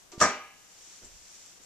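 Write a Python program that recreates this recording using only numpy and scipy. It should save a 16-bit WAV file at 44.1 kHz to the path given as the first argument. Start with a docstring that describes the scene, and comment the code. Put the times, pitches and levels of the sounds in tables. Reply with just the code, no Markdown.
"""A pedal knocks free, then the steel lid of a bin drops, grazes the rim and bangs shut, close by in a
carpeted room. Lid and can ring on. A sleeve and paws brush over the carpet, weight thuds softly on the
floor and a dog's collar tag ticks a few times. Heard in stereo through two small microphone ports,
each with its own treble resonance, over a faint hiss."""
import sys
import numpy as np
from scipy import signal
from scipy.fft import rfft, irfft, next_fast_len
from scipy.io import wavfile

SR = 44100
rng = np.random.default_rng(int(sys.argv[2]) if len(sys.argv) > 2 else 0)


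def persist_wave(psi):
    """Save psi, clipped to +-1, as 16-bit WAV."""
    counts = np.round(np.clip(psi, -1, 1) * 32767).astype(np.int16)
    wavfile.write(sys.argv[1], SR, np.atleast_2d(counts).T)


N = 72765
T = np.arange(N) / SR

# Levels are relative; a spectrum gives the level per hertz.
# lid meeting the rim (t/s, level/dB, contact time/ms)
LID_BLOWS = [(0.2058, -15, .08), (0.2121, -1.5, 0.021), (0.2166, -8, .06), (0.2245, -8.5, .05),
             (0.2367, -10, 0.19), (0.2471, -5.5, 0.25)]
# ringing of the lid (f/Hz, level/dB, t60/s)
LID_MODES = [(609.7, -26.5, 0.25), (634, -33, 0.22), (716, -30, 0.18), (788, -42, 0.74), (809, -38, .42),
             (967, -32.5, .25), (1010, -27, .24), (1027, -37, 0.43), (1162, -27.5, 0.27),
             (1227, -18.5, 0.26), (1253.7, -25.5, 0.31), (1423, -30, 0.16), (1591, -28.5, 0.26),
             (1700, -24, 0.26), (1680, -46.5, 0.9), (1857, -33.5, 0.23), (2073, -34.5, 0.46),
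             (2220, -36, 0.46), (2316, -36, 0.51), (2375, -39, .6), (2405, -40.5, .58), (2630, -39, 0.45),
             (2690, -50.5, 1), (2894, -50, 1.1), (3009, -49, 0.83)]
SHUT_S, LID_RISE_S = .2112, .0066  # full weight lands; rise at the clang's pitch, slower above it
CLANG_HZ, CLANG_DB, CLANG_T60_S, CLANG_RISE_S = 1246, -10.5, .061, .005  # first swing, damped by the rim
PUFF_S, PUFF_DB, PUFF_WIDTH_S = .18, -33.5, .00054
# ringing of the rim (f/Hz, level/dB, t60/s)
RIM_MODES = [(5797, -46.5, .32), (5870, -38.5, 0.28), (5898, -26, .03), (6730, -41.5, .22),
             (7330, -45, 0.17)]
TING_S, TING_RISE_S = .2238, .0004  # steel edge snaps onto the steel rim
# air and walls of the closed can (f/Hz, level/dB, t60/s)
CAN_MODES = [(96, -34, 0.15), (193, -34, 0.14), (243.6, -37.5, 0.36), (354, -36.5, 0.22), (461, -37, 0.25)]
# soft second swell of the lid's 1.2 kHz ring (f/Hz, level/dB, t60/s)
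SWELL_MODES = [(1233, -35.5, 0.21)]
SWELL_S, SWELL_RISE_S = .398, .023
# spectrum and decay of the dense modes of can and liner (f/Hz, level/dB, t60/s)
SHELL_BANDS = [(40, -12.5, 0.23), (100, -19.5, .17), (203, -7.5, 0.22), (399, -6.5, 0.38),
               (700, -5.5, 0.425), (1200, -3.5, 0.46), (1900, -2.5, 0.33), (2420, -16.5, 0.74),
               (3070, -16.5, 0.57), (4500, -10, 0.36), (8030, -8, 0.24), (14000, -18.5, 0.25)]
SHELL_DB, CRACK_DB, CRACK_T60_S = -22, -28.5, .06

# ringing of the pedal rod and the open lid (f/Hz, level/dB, t60/s)
PEDAL_MODES = [(283, -54, .25), (348, -45, 0.27), (401, -49, 0.21), (613, -58, .3), (733, -52.5, 0.18),
               (941.4, -59, .3), (1181, -50.5, .25), (1392, -59, 0.15)]
PEDAL_S, PEDAL_RISE_S = .121, .012
# light contacts of linkage and rim (t/s, level/dB, t60/s)
TICKS = [(0.118, -51.5, 0.25), (0.183, -57, 0.3), (0.194, -51, 0.23), (0.202, -33.5, 0.2)]
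# spectrum of metal striking metal (f/Hz, level/dB)
METAL_SPECTRUM = [(200, -5.5), (900, 3.5), (2000, -1), (4000, 2), (8000, -2), (14000, -13.5)]

# weight shifting on the floor (t/s, boom level/dB, scuff level/dB, scuff t60/s)
THUDS = [(1.024, -51, -55, 0.32), (1.136, -58.5, -90, .2), (1.604, -78, -54, 0.083)]
# spectrum of the floor's boom (f/Hz, level/dB)
BOOM_SPECTRUM = [(20, -13), (45, 4), (80, -14.5), (140, -25), (400, -49)]
# spectrum of a scuff on carpet (f/Hz, level/dB)
SCUFF_SPECTRUM = [(60, -48), (220, -8), (430, -5.5), (800, -18.5), (1600, -18.5), (4000, -24)]
BOOM_RISE_S, BOOM_T60_S, SCUFF_RISE_S, SCUFF_LEAD_S = .011, .42, .007, .0073

# clinks of the collar tag (t/s, click level/dB, ring level/dB)
CLINKS = [(1.0467, -54, -52.5), (1.068, -60, -60), (1.4612, -45, -60), (1.636, -55, -59)]
# spectrum of the tag's click (f/Hz, level/dB)
CLICK_SPECTRUM = [(2000, -18), (6000, -3), (14000, -2)]
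# ringing of the tag (f/Hz, level/dB, t60/s)
TAG_MODES = [(5900, -8, 0.065), (7400, 0.5, 0.06), (7570, 1.5, 0.056)]

# course of the brushing over the carpet (t/s, level/dB)
BRUSH_LEVELS = [(0, -62.5), (.09, -70), (.55, -66.5), (.68, -62), (.85, -57), (.95, -56.5), (1.02, -59.5),
                (1.18, -60), (1.35, -57), (1.5, -58), (1.6, -63), (1.65, -60.5)]
# spectrum of the brushing (f/Hz, level/dB)
BRUSH_SPECTRUM = [(100, -6), (400, -5.5), (1200, -1), (3000, 5.5), (6000, 7), (9000, 7), (14000, -7)]
# wide stereo image of the brushing (f/Hz, left-right correlation)
BRUSH_LIKENESS = [(200, 0.55), (2000, 0.54), (4000, 0.3), (6000, -.1)]
FIBRES_PER_S, FIBRE_DB, BRUSH_FLUTTER_DB = 900, -9.5, .54

# stereo image of bin, tag, floor and room (f/Hz, left-right correlation)
LIKENESS = [(30, 0.89), (200, 0.99), (650, 0.95), (1200, 0.85), (2200, 0.47), (4000, 0.19), (6000, 0.067)]
ROOM_DB, ROOM_T60_S = -15, .58
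# response of the microphone ports (f/Hz, left level/dB, right level/dB)
PORT_RESPONSE = [(30, -5.5, 3.5), (130, 2.5, 4.5), (2002, 3.5, 2.5), (4000, 1, 1), (5160, 5, 6),
                 (6050, 4.5, 14), (6600, 10.5, 1), (7264, 12.5, 2), (8270, 4, -9.5), (10000, -3.5, -16),
                 (14000, -11.5, -27.5)]
# spectrum of the microphones' self-noise (f/Hz, level/dB)
HISS_SPECTRUM = [(20, 4), (60, -0.5), (300, -1.5), (700, -2), (2000, -5.5), (6000, -9), (14000, -13)]
# balance of that self-noise (f/Hz, left minus right level/dB)
HISS_BALANCE = [(40, -3.5), (200, 5), (900, 6.5), (2500, 2), (5000, 0)]
HISS_DB, TOP_HZ = -59.5, 14250


def lid():
    """Close by, the lid pushes out a puff of air, hits the rim and chatters; its ring swells once more."""
    force = np.zeros(N)
    for start, db, ms in LID_BLOWS:
        push = np.exp(-T / (ms / 1000))
        at = int(start * SR)
        force[at:] += undb(db) * (push / push.sum())[:N - at]
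    puff = undb(PUFF_DB) * np.exp(-.5 * ((T - PUFF_S) / PUFF_WIDTH_S) ** 2)
    clang = ring([(CLANG_HZ, CLANG_DB, CLANG_T60_S)], SHUT_S, CLANG_RISE_S)
    dome = sum(ring([(hz, db, t60)], SHUT_S, LID_RISE_S * (hz / CLANG_HZ) ** 2)
               for hz, db, t60 in LID_MODES)
    rim = ring(RIM_MODES, TING_S, TING_RISE_S)
    can = ring(CAN_MODES, SHUT_S, rise=.002)
    swell = ring(SWELL_MODES, SWELL_S, SWELL_RISE_S)
    return convolve(force, shell()) + room(puff + clang + dome + rim + can + swell)


def shell():
    """The bin answers one blow with a crack, then dense modes that fade band by band."""
    dense = noise(SHELL_BANDS)
    centres = np.geomspace(40, 14000, num=18)
    out = undb(CRACK_DB) * noise(METAL_SPECTRUM) * fade(0, CRACK_T60_S)
    for hz, share in zip(centres, np.eye(len(centres))):
        band = tint(dense, lambda f: np.interp(f, centres, share))
        out += undb(SHELL_DB) * band * fade(0, t60=over_hz(hz, SHELL_BANDS, column=2))
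    return out


def pedal():
    """At the foot of the bin, the released pedal knocks its rod against the can."""
    return room(ring(PEDAL_MODES, PEDAL_S, PEDAL_RISE_S))


def metal_ticks():
    """The linkage ticks and the lid grazes the rim just ahead of the bang."""
    return noise(METAL_SPECTRUM) * sum(undb(db) * fade(start, t60) for start, db, t60 in TICKS)


def floor_thuds():
    """Weight lands on the carpet: a dull scuff, then a boom of the floor."""
    boom = sum(undb(db) * fade(start, BOOM_T60_S, BOOM_RISE_S) for start, db, _, _ in THUDS)
    scuff = sum(undb(db) * fade(start - SCUFF_LEAD_S, t60, SCUFF_RISE_S) for start, _, db, t60 in THUDS)
    return boom * noise(BOOM_SPECTRUM) + scuff * noise(SCUFF_SPECTRUM)


def collar_tag():
    """The dog's tag meets the collar ring: a bright click, then a short ringing in the room."""
    clicks = noise(CLICK_SPECTRUM) * sum(undb(db) * fade(start, t60=.018) for start, db, _ in CLINKS)
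    ringing = sum(undb(db) * ring(TAG_MODES, start, rise=.00044) for start, _, db in CLINKS)
    return room(clicks + ringing)


def brushing():
    """Sleeve and paws slide under uneven pressure, faint and wide: a hiss with fibres snapping free."""
    snaps = (rng.random((2, N)) < FIBRES_PER_S / SR) * rng.standard_normal((2, N))
    fibres = unit(tint(spread(*snaps, BRUSH_LIKENESS), lambda f: undb(over_hz(f, BRUSH_SPECTRUM))))
    flutter = unit(tint(rng.standard_normal(N), lambda f: np.exp(-f / 35)))
    pressure = undb(np.interp(T, *np.array(BRUSH_LEVELS).T) + BRUSH_FLUTTER_DB * flutter)
    return (noise(BRUSH_SPECTRUM, BRUSH_LIKENESS) + undb(FIBRE_DB) * fibres) * pressure


def room(x):
    """Direct sound reaches the microphones first, then the short diffuse tail of the carpeted room."""
    tail = spread(*rng.standard_normal((2, N))) * fade(.006, ROOM_T60_S, rise=.0035)
    return x + undb(ROOM_DB) * convolve(x, unit(tail) / np.sqrt(N))


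def ring(modes, start, rise):
    """Decaying modes set off together; treble modes differ most in phase between the two ports."""
    out = 0
    for hz, db, t60 in modes:
        skew = np.arccos(np.clip(over_hz(hz, LIKENESS), -1, 1)) / 2 * np.array([[1], [-1]])
        out = out + undb(db) * np.sin(2 * np.pi * hz * (T - start) + skew) * fade(start, t60, rise)
    return out


def fade(start, t60, rise=1 / SR):
    """Quick rise and exponential decay, all times in seconds."""
    age = np.maximum(T - start, 0)
    return (1 - np.exp(-age / rise)) * np.exp(-np.log(1000) * age / t60)


def noise(spectrum, likeness=LIKENESS):
    """Diffuse stereo noise of a given spectrum, rms 1."""
    white = spread(*rng.standard_normal((2, N)), likeness)
    return unit(tint(white, lambda f: undb(over_hz(f, spectrum))))


def spread(mid, side, likeness=LIKENESS):
    """Two unrelated signals become a diffuse field: alike at both ports in the bass, not in the treble."""
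    correlation = lambda f: np.clip(over_hz(f, likeness), -1, 1)
    common = tint(mid, lambda f: np.sqrt(1 + correlation(f)))
    opposed = tint(side, lambda f: np.sqrt(1 - correlation(f)))
    return np.array([common + opposed, common - opposed])


def convolve(x, response):
    """Play a signal through a stereo response."""
    return signal.fftconvolve(np.atleast_2d(x), response, axes=1)[:, :N]


def tint(x, gain):
    """Filter by a gain that is a function of frequency."""
    size = next_fast_len(2 * N)
    return irfft(rfft(x, size) * gain(np.fft.rfftfreq(size, 1 / SR)), size)[..., :N]


def over_hz(hz, table, column=1):
    """Read a column of a table on a log-frequency axis."""
    rows = np.array(table, float)
    return np.interp(np.log(np.maximum(hz, 1)), np.log(rows[:, 0]), rows[:, column])


def undb(db):
    """Decibels to gain."""
    return 10 ** (np.asarray(db) / 20)


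def unit(x):
    """Scale to rms 1."""
    return x / np.sqrt(np.mean(x ** 2))


def scene():
    """The bin and the movement on the carpet, as they arrive at the microphones."""
    return pedal() + lid() + metal_ticks() + collar_tag() + floor_thuds() + brushing()


def record(dry):
    """Two small microphones: each port rings in the treble, each adds faint hiss; the top is cut."""
    left = tint(dry[0], lambda f: undb(over_hz(f, PORT_RESPONSE, column=1)))
    right = tint(dry[1], lambda f: undb(over_hz(f, PORT_RESPONSE, column=2)))
    balance_db = lambda f: np.array([[.5], [-.5]]) * over_hz(f, HISS_BALANCE)
    hiss = tint(rng.standard_normal((2, N)), lambda f: undb(over_hz(f, HISS_SPECTRUM) + balance_db(f)))
    lowpass = signal.ellip(14, .2, 90, TOP_HZ, fs=SR, output="sos")
    return signal.sosfilt(lowpass, np.array([left, right]) + unit(hiss) * undb(HISS_DB))


dry = scene()
out = record(dry)
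persist_wave(out)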